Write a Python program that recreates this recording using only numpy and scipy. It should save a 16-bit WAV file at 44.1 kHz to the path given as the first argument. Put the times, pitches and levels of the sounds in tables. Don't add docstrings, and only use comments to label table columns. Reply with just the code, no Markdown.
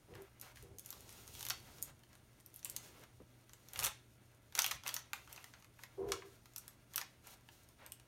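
import sys
import numpy as np
from scipy import signal
from scipy.fft import rfft, irfft, next_fast_len
from scipy.io import wavfile
from scipy.ndimage import uniform_filter1d

SR = 44100
rng = np.random.default_rng(int(sys.argv[2]) if len(sys.argv) > 2 else 0)


def volts(x):
    e = np.asarray(x, float) / 20
    return 10 ** e


def master_out(mix):
    frames = np.transpose(np.atleast_2d(mix))
    ceiling = np.clip(frames, -1, 1)
    pcm = np.round(ceiling * 32767).astype(np.int16)
    wavfile.write(sys.argv[1], SR, pcm)


N = 355883
TIME_S = np.arange(N) / SR


def unit(x):
    return x / np.sqrt(np.mean(x ** 2))


def band(x, lo_hz, hi_hz):
    sos = signal.butter(2, [lo_hz, min(hi_hz, 0.45 * SR)], "band", fs=SR, output="sos")
    return signal.sosfilt(sos, x)


def ring(x, hz, width_hz):
    return signal.lfilter(*signal.iirpeak(hz, hz / width_hz, fs=SR), x)


def colour(x, points):
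    hz, db = np.transpose(points)
    size = next_fast_len(N)
    bin_hz = np.maximum(np.fft.rfftfreq(size, 1 / SR), 1)
    gain = volts(np.interp(np.log(bin_hz), np.log(hz), db))
    return irfft(rfft(x, size) * gain, size)[:N]


def walk(rate):
    hold = int(SR / rate)
    steps = np.repeat(rng.standard_normal(N // hold + 1), hold)
    return 1.3 * uniform_filter1d(uniform_filter1d(steps, hold), hold)[:N]


def grains(per_s, spread_db):
    size = volts(spread_db * np.minimum(rng.exponential(size=N), 3.5)) * rng.standard_normal(N)
    return unit(size * (rng.random(N) < per_s / SR))


def gesture(start, stop, start_db, stop_db, rise_s, fall_s):
    before_s = np.maximum(start - TIME_S, 0)
    after_s = np.maximum(TIME_S - stop, 0)
    edges = np.exp(-before_s / rise_s - after_s / fall_s)
    return edges * volts(np.interp(TIME_S, [start, stop], [start_db, stop_db]))


def snaps():
    # start in seconds, peak level in dB at the pivot before the
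    # trims and ringing below, brightness in dB per octave, pitch of the patch in Hz.
    creases = [(0.138, -60, -3.5, 2700), (0.1525, -52, -0.5, 1700), (0.2203, -64, 11.5, 1300),
               (0.3983, -64, 13, 5500), (0.413, -52.5, 12.5, 7800), (0.426, -55, -1.9, 8900),
               (0.5584, -55.5, 3.5, 3100), (0.571, -56, -2, 2240), (0.6253, -62.5, 12.5, 2500),
               (0.785, -53, 10.5, 6440), (0.7947, -53, 11.5, 1400), (0.8605, -53.5, 12.5, 5800),
               (0.88, -65, 11, 1000), (0.89, -58, 10, 2900), (0.9046, -47.5, 9.5, 5800),
               (0.927, -47, 2.5, 1100), (1.0922, -50.5, 3.5, 6700), (1.277, -53, 5, 5800),
               (1.351, -48.5, 3, 3400), (1.394, -52, 7.5, 6300), (1.408, -42, 3, 5800),
               (1.4281, -40.5, 5.5, 3120), (1.4515, -40, 5, 5200), (1.4655, -39.5, 4, 2900),
               (1.4863, -39.5, 8, 1100), (1.4996, -35.5, 5.5, 5540), (1.504, -30, 0.5, 5640),
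               (1.784, -56, 1, 6700), (1.8258, -47, 17, 6300), (2.035, -59.5, 2, 2920),
               (2.1303, -60, 2, 5800), (2.1531, -56.5, 1.4, 9500), (2.4008, -61, 5, 1000),
               (2.4614, -59, 13, 1000), (2.5416, -60, 8.6, 12500), (2.561, -64, 17, 10600),
               (2.5925, -61, 9.5, 6300), (2.6288, -53.5, 2, 5800), (2.6473, -46.5, 11.5, 7900),
               (2.6543, -43, 2.5, 2710), (2.6981, -47.5, 11, 7500), (2.7639, -37.5, 7.5, 5270),
               (3.0368, -53.5, 1.5, 1400), (3.494, -56, -0.2, 6300), (3.5335, -51, 3, 7400),
               (3.686, -55.5, 7.5, 5800), (3.734, -50, 10.5, 2700), (3.759, -40, 0, 2850),
               (3.7741, -56, 11, 1700), (3.791, -30.5, 2.5, 9300), (3.7988, -37, 6, 1100),
               (3.826, -37.5, 0, 2390), (3.833, -37, 6, 2400), (3.8406, -30.5, 4, 2180),
               (3.8458, -34.5, 8, 1500), (3.8485, -31.5, 6.5, 8600), (3.8595, -35.5, 9.5, 2930),
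               (3.8661, -34.5, 5.5, 3050), (4.5238, -53.5, 1.5, 1390), (4.5518, -32.5, 3.5, 6200),
               (4.5772, -37, 1, 1900), (4.586, -40.5, -9.5, 5800), (4.5903, -21.5, 3, 5800),
               (4.6197, -32.5, 7, 6240), (4.6433, -27.5, 2, 3200), (4.663, -30.5, 4.5, 2950),
               (4.679, -44.5, 6.5, 3900), (4.7111, -33, 1.5, 2400), (4.7145, -33.5, 0.5, 5800),
               (4.8356, -48, -0.2, 5800), (4.8634, -39, -1.5, 2570), (4.8722, -37.5, 3, 1180),
               (4.8783, -34.5, 5, 6200), (4.8906, -35.5, 3, 4400), (4.9417, -37.5, 7.5, 5800),
               (4.9648, -34.5, 1.5, 6400), (5.1326, -31, 0, 2380), (5.275, -55, -2, 1400),
               (5.3276, -49, 9.5, 2900), (5.3616, -48.5, 1, 6340), (5.377, -52.5, -4, 2400),
               (5.442, -46.5, 2.5, 1920), (5.5373, -53.5, -4, 6760), (5.624, -57.5, 0, 6200),
               (5.6446, -56, -0.5, 7600), (5.791, -58, -4.4, 1300), (5.8355, -43.5, 1, 2150),
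               (6.0884, -52, 2, 1000), (6.1195, -28.5, 0.5, 5800), (6.2213, -58.5, -9.5, 2920),
               (6.457, -54, 1, 1290), (6.5353, -63, 5, 7200), (6.5613, -42.5, 6.5, 5800),
               (6.5802, -47.5, 6.5, 1400), (6.5827, -52, 13.5, 1280), (6.6795, -47, 6, 1400),
               (6.9361, -53.5, 6.5, 6220), (6.9421, -51, -2.1, 2900), (6.9591, -36, 10, 2880),
               (6.9789, -31.5, 3, 1380), (7.0139, -37.5, -1, 5800), (7.488, -54, -2.2, 2900),
               (7.688, -61.5, 3.5, 9500), (7.863, -51.5, 9, 1410), (7.9205, -45, 8.5, 2830),
               (7.9981, -56, 1, 8800)]
    # low end in Hz, high end in Hz,
    # shiver level in dB against the flip, time for the shiver to die down in seconds.
    film = [(725, 2440, 1, 0.0038), (2450, 5430, -3, 0.006), (5460, 7950, -35, 0.0014),
            (8520, 14800, -13.5, 0.0038)]
    range_trim_db = (-0.75, -0.53, -0.58, 1)
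    pivot_hz = 4000
    patches = 8
    patch_ring_db, patch_ring_width = 3, 0.18

    start_s, peak_db, tilt_db, pitch_hz = np.transpose(creases)[:, :, None]
    t = np.arange(2048) / SR
    shake = rng.standard_normal((len(creases), len(t)))
    crack = 0
    for trim_db, (lo_hz, hi_hz, shiver_db, shiver_s) in zip(range_trim_db, film):
        flip = np.minimum(t / 0.0001, 1) * np.exp(-t * np.sqrt(lo_hz) / 0.058)
        shiver = volts(shiver_db) * np.exp(-t / shiver_s)
        part = band(band(shake * (flip + shiver), lo_hz, hi_hz), lo_hz, hi_hz)
        part = part / np.abs(signal.hilbert(part)).max(axis=1, keepdims=True)
        octaves = np.log2(np.sqrt(lo_hz * hi_hz) / pivot_hz)
        crack = crack + volts(peak_db + tilt_db * octaves + trim_db) * part
    rung = np.array([ring(c, hz, hz * patch_ring_width) for c, hz in zip(crack, pitch_hz[:, 0])])
    out = np.zeros((patches, N + len(t)))
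    patch = np.arange(len(creases))[:, None] % patches
    sample = (start_s * SR).astype(int) + np.arange(len(t))
    np.add.at(out, (patch, sample), crack + volts(patch_ring_db) * rung)
    return out[:, :N]


def slide():
    # frequency in Hz, relative level in dB.
    hiss_colour = [(1470, -91), (2500, -3), (6600, -1), (15100, -6.5), (16100, -11), (16500, -78)]
    # start in seconds, stop in seconds, hiss level in dB
    # at the start, hiss level in dB at the stop, paper rustle in dB over the hiss.
    strokes = [(0.15, 0.286, -76, -90, 6.5), (0.423, 0.523, -65.5, -74, 0), (0.557, 0.68, -67, -82, -10),
               (0.84, 1.467, -70.5, -60, -10), (1.487, 1.902, -70, -67.5, -5), (2.09, 2.203, -86, -90, 3),
               (2.454, 2.607, -95, -77, -7), (2.647, 3.042, -68, -69.5, -3), (3.5, 3.74, -98, -71, -9),
               (3.74, 3.875, -64.5, -43.5, 1), (4.555, 4.756, -55, -61, -3), (4.856, 5.013, -57, -67.5, 0),
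               (5.147, 5.266, -65.5, -78, -7), (5.296, 5.61, -67, -82, 0.5),
               (5.796, 5.843, -71.5, -64.5, -10), (6.089, 6.233, -63, -85, 1), (6.26, 6.362, -71, -77, -10),
               (6.546, 6.742, -81, -78, -1.5), (6.908, 7.016, -77, -54.5, -3.5),
               (7.242, 7.342, -70, -57.5, -5), (7.52, 7.65, -70, -75, -16), (7.79, 7.873, -86.5, -85.5, 19)]
    rise_s, fall_s = 0.0059, 0.0052
    resting = volts(-76.5)

    grip, crumple = volts(1.5 * walk(30)), volts(2.5 * walk(45))
    ticks = unit(band(band(grains(110, 5.0), 4800, 14000), 4800, 14000))
    hiss = unit(colour(rng.standard_normal(N) * grip, hiss_colour)) + 0.4 * ticks
    paper = rng.standard_normal(N) * crumple + 0.4 * grains(500, 2.0)
    rustle = unit(band(band(paper, 250, 4680), 340, 2780))
    rub = np.array([gesture(*row[:-1], rise_s, fall_s) for row in strokes])
    bend = volts(np.array(strokes)[:, -1]) @ rub
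    return hiss * (rub.sum(axis=0) + resting) + rustle * (bend + resting)


def table():
    # frequency in Hz, width in Hz, relative level in dB.
    modes = [(256, 540, -27), (339.6, 43, -6), (390, 33, 2.5), (468, 37, -3.5), (553, 23, -15),
             (695, 59, -14), (963, 55, -16)]
    # start in seconds, stop in seconds, groan level
    # in dB at the start, groan level in dB at the stop, scuff in dB over the groan.
    drags = [(0.086, 0.22, -60, -58.5, -4.5), (0.629, 0.8, -67, -73, 1), (0.926, 1.902, -83, -81.5, 12.5),
             (2.65, 3.053, -87.5, -83.5, 15.5), (3.201, 3.2, -80, -68, 17),
             (5.976, 6.098, -46.5, -42.5, -19), (6.112, 6.367, -46.5, -75, -25)]
    # start in seconds, stop in seconds,
    # rumble level in dB at the start, rumble level in dB at the stop, both added to the resting rumble.
    leans = [(0.127, 0.174, -61, -61), (0.593, 0.742, -66.5, -61.5), (0.963, 1.938, -70.5, -69),
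             (2.697, 3.25, -79, -77), (3.783, 3.862, -56, -53), (4.717, 4.755, -72, -60),
             (6.022, 6.145, -59, -63)]
    drag_rise_s, drag_fall_s = 0.002, 0.014
    lean_rise_s, lean_fall_s, lean_rest_db = 0.013, 0.028, -72.5

    def resonate(force):
        return sum(volts(db) * ring(ring(force, hz, width_hz), hz, width_hz) for hz, width_hz, db in modes)

    slip = rng.standard_normal(N)
    push = np.array([gesture(*row[:-1], drag_rise_s, drag_fall_s) for row in drags])
    steady = resonate(slip)
    groan = resonate(slip * push.sum(axis=0)) / np.std(steady)
    scuff = unit(band(slip, 140, 550)) * (volts(np.array(drags)[:, -1]) @ push)
    rumble = unit(band(band(rng.standard_normal(N), 40, 145), 40, 140))
    weight = volts(lean_rest_db) + sum(gesture(*row, lean_rise_s, lean_fall_s) for row in leans)
    return groan + scuff + rumble * weight


def echo(x):
    # middle of the band in Hz, time to fade by 60 dB in seconds, level in dB.
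    wash_bands = [(1000, 0.17, -13.5), (2645, 0.33, -15), (5800, 0.27, -14.5), (11300, 0.12, -9)]
    t = np.arange(SR // 2) / SR
    wash = 0
    for hz, t60_s, db in wash_bands:
        tail = band(rng.standard_normal(len(t)), hz / 1.79, hz * 1.574)
        tail = tail * 1000 ** (-t / t60_s) * np.minimum(t / 0.00099, 1)
        wash = wash + volts(db) * tail / np.sqrt(np.sum(tail ** 2))
    return x + signal.fftconvolve(x, wash)[:N]


def room_tone():
    # frequency in Hz, relative level in dB.
    hiss_points = [(12, -41), (20, -9.5), (124, -12), (218, -7.5), (351, -10), (506, -17.5), (652, -14.5),
                   (750, -25), (9670, -51), (16500, -44)]
    # frequency in Hz, rms level in dB (the hum wavers around its level).
    tones = [(120, -71.5), (9400, -84)]
    hiss = colour(rng.standard_normal(N), hiss_points)
    hiss = hiss * volts(-74) / np.std(band(hiss, 200, 16000))
    (hum_hz, hum_db), (whine_hz, whine_db) = tones
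    waver_db = 1.3 * walk(10)
    hum = np.sqrt(2) * volts(hum_db + waver_db) * np.sin(2 * np.pi * hum_hz * TIME_S)
    whine = volts(whine_db) * unit(ring(rng.standard_normal(N), whine_hz, 110))
    return hiss + hum + whine


def scene():
    film = sum(echo(patch) for patch in snaps())
    return (film + echo(slide()) + table() + room_tone())[None]


def roll_off(x):
    return signal.sosfilt(signal.butter(12, 16990, fs=SR, output="sos"), x)


def record(dry):
    # middle in Hz, width in Hz, share cancelled from 0 to 1.
    housing = [(4850, 190, 0.4), (7570, 1100, 0.41), (10400, 1200, 0.4)]
    heard = dry - sum(share * ring(dry, hz, width_hz) for hz, width_hz, share in housing)
    return roll_off(heard)


dry = scene()
out = record(dry)
master_out(out)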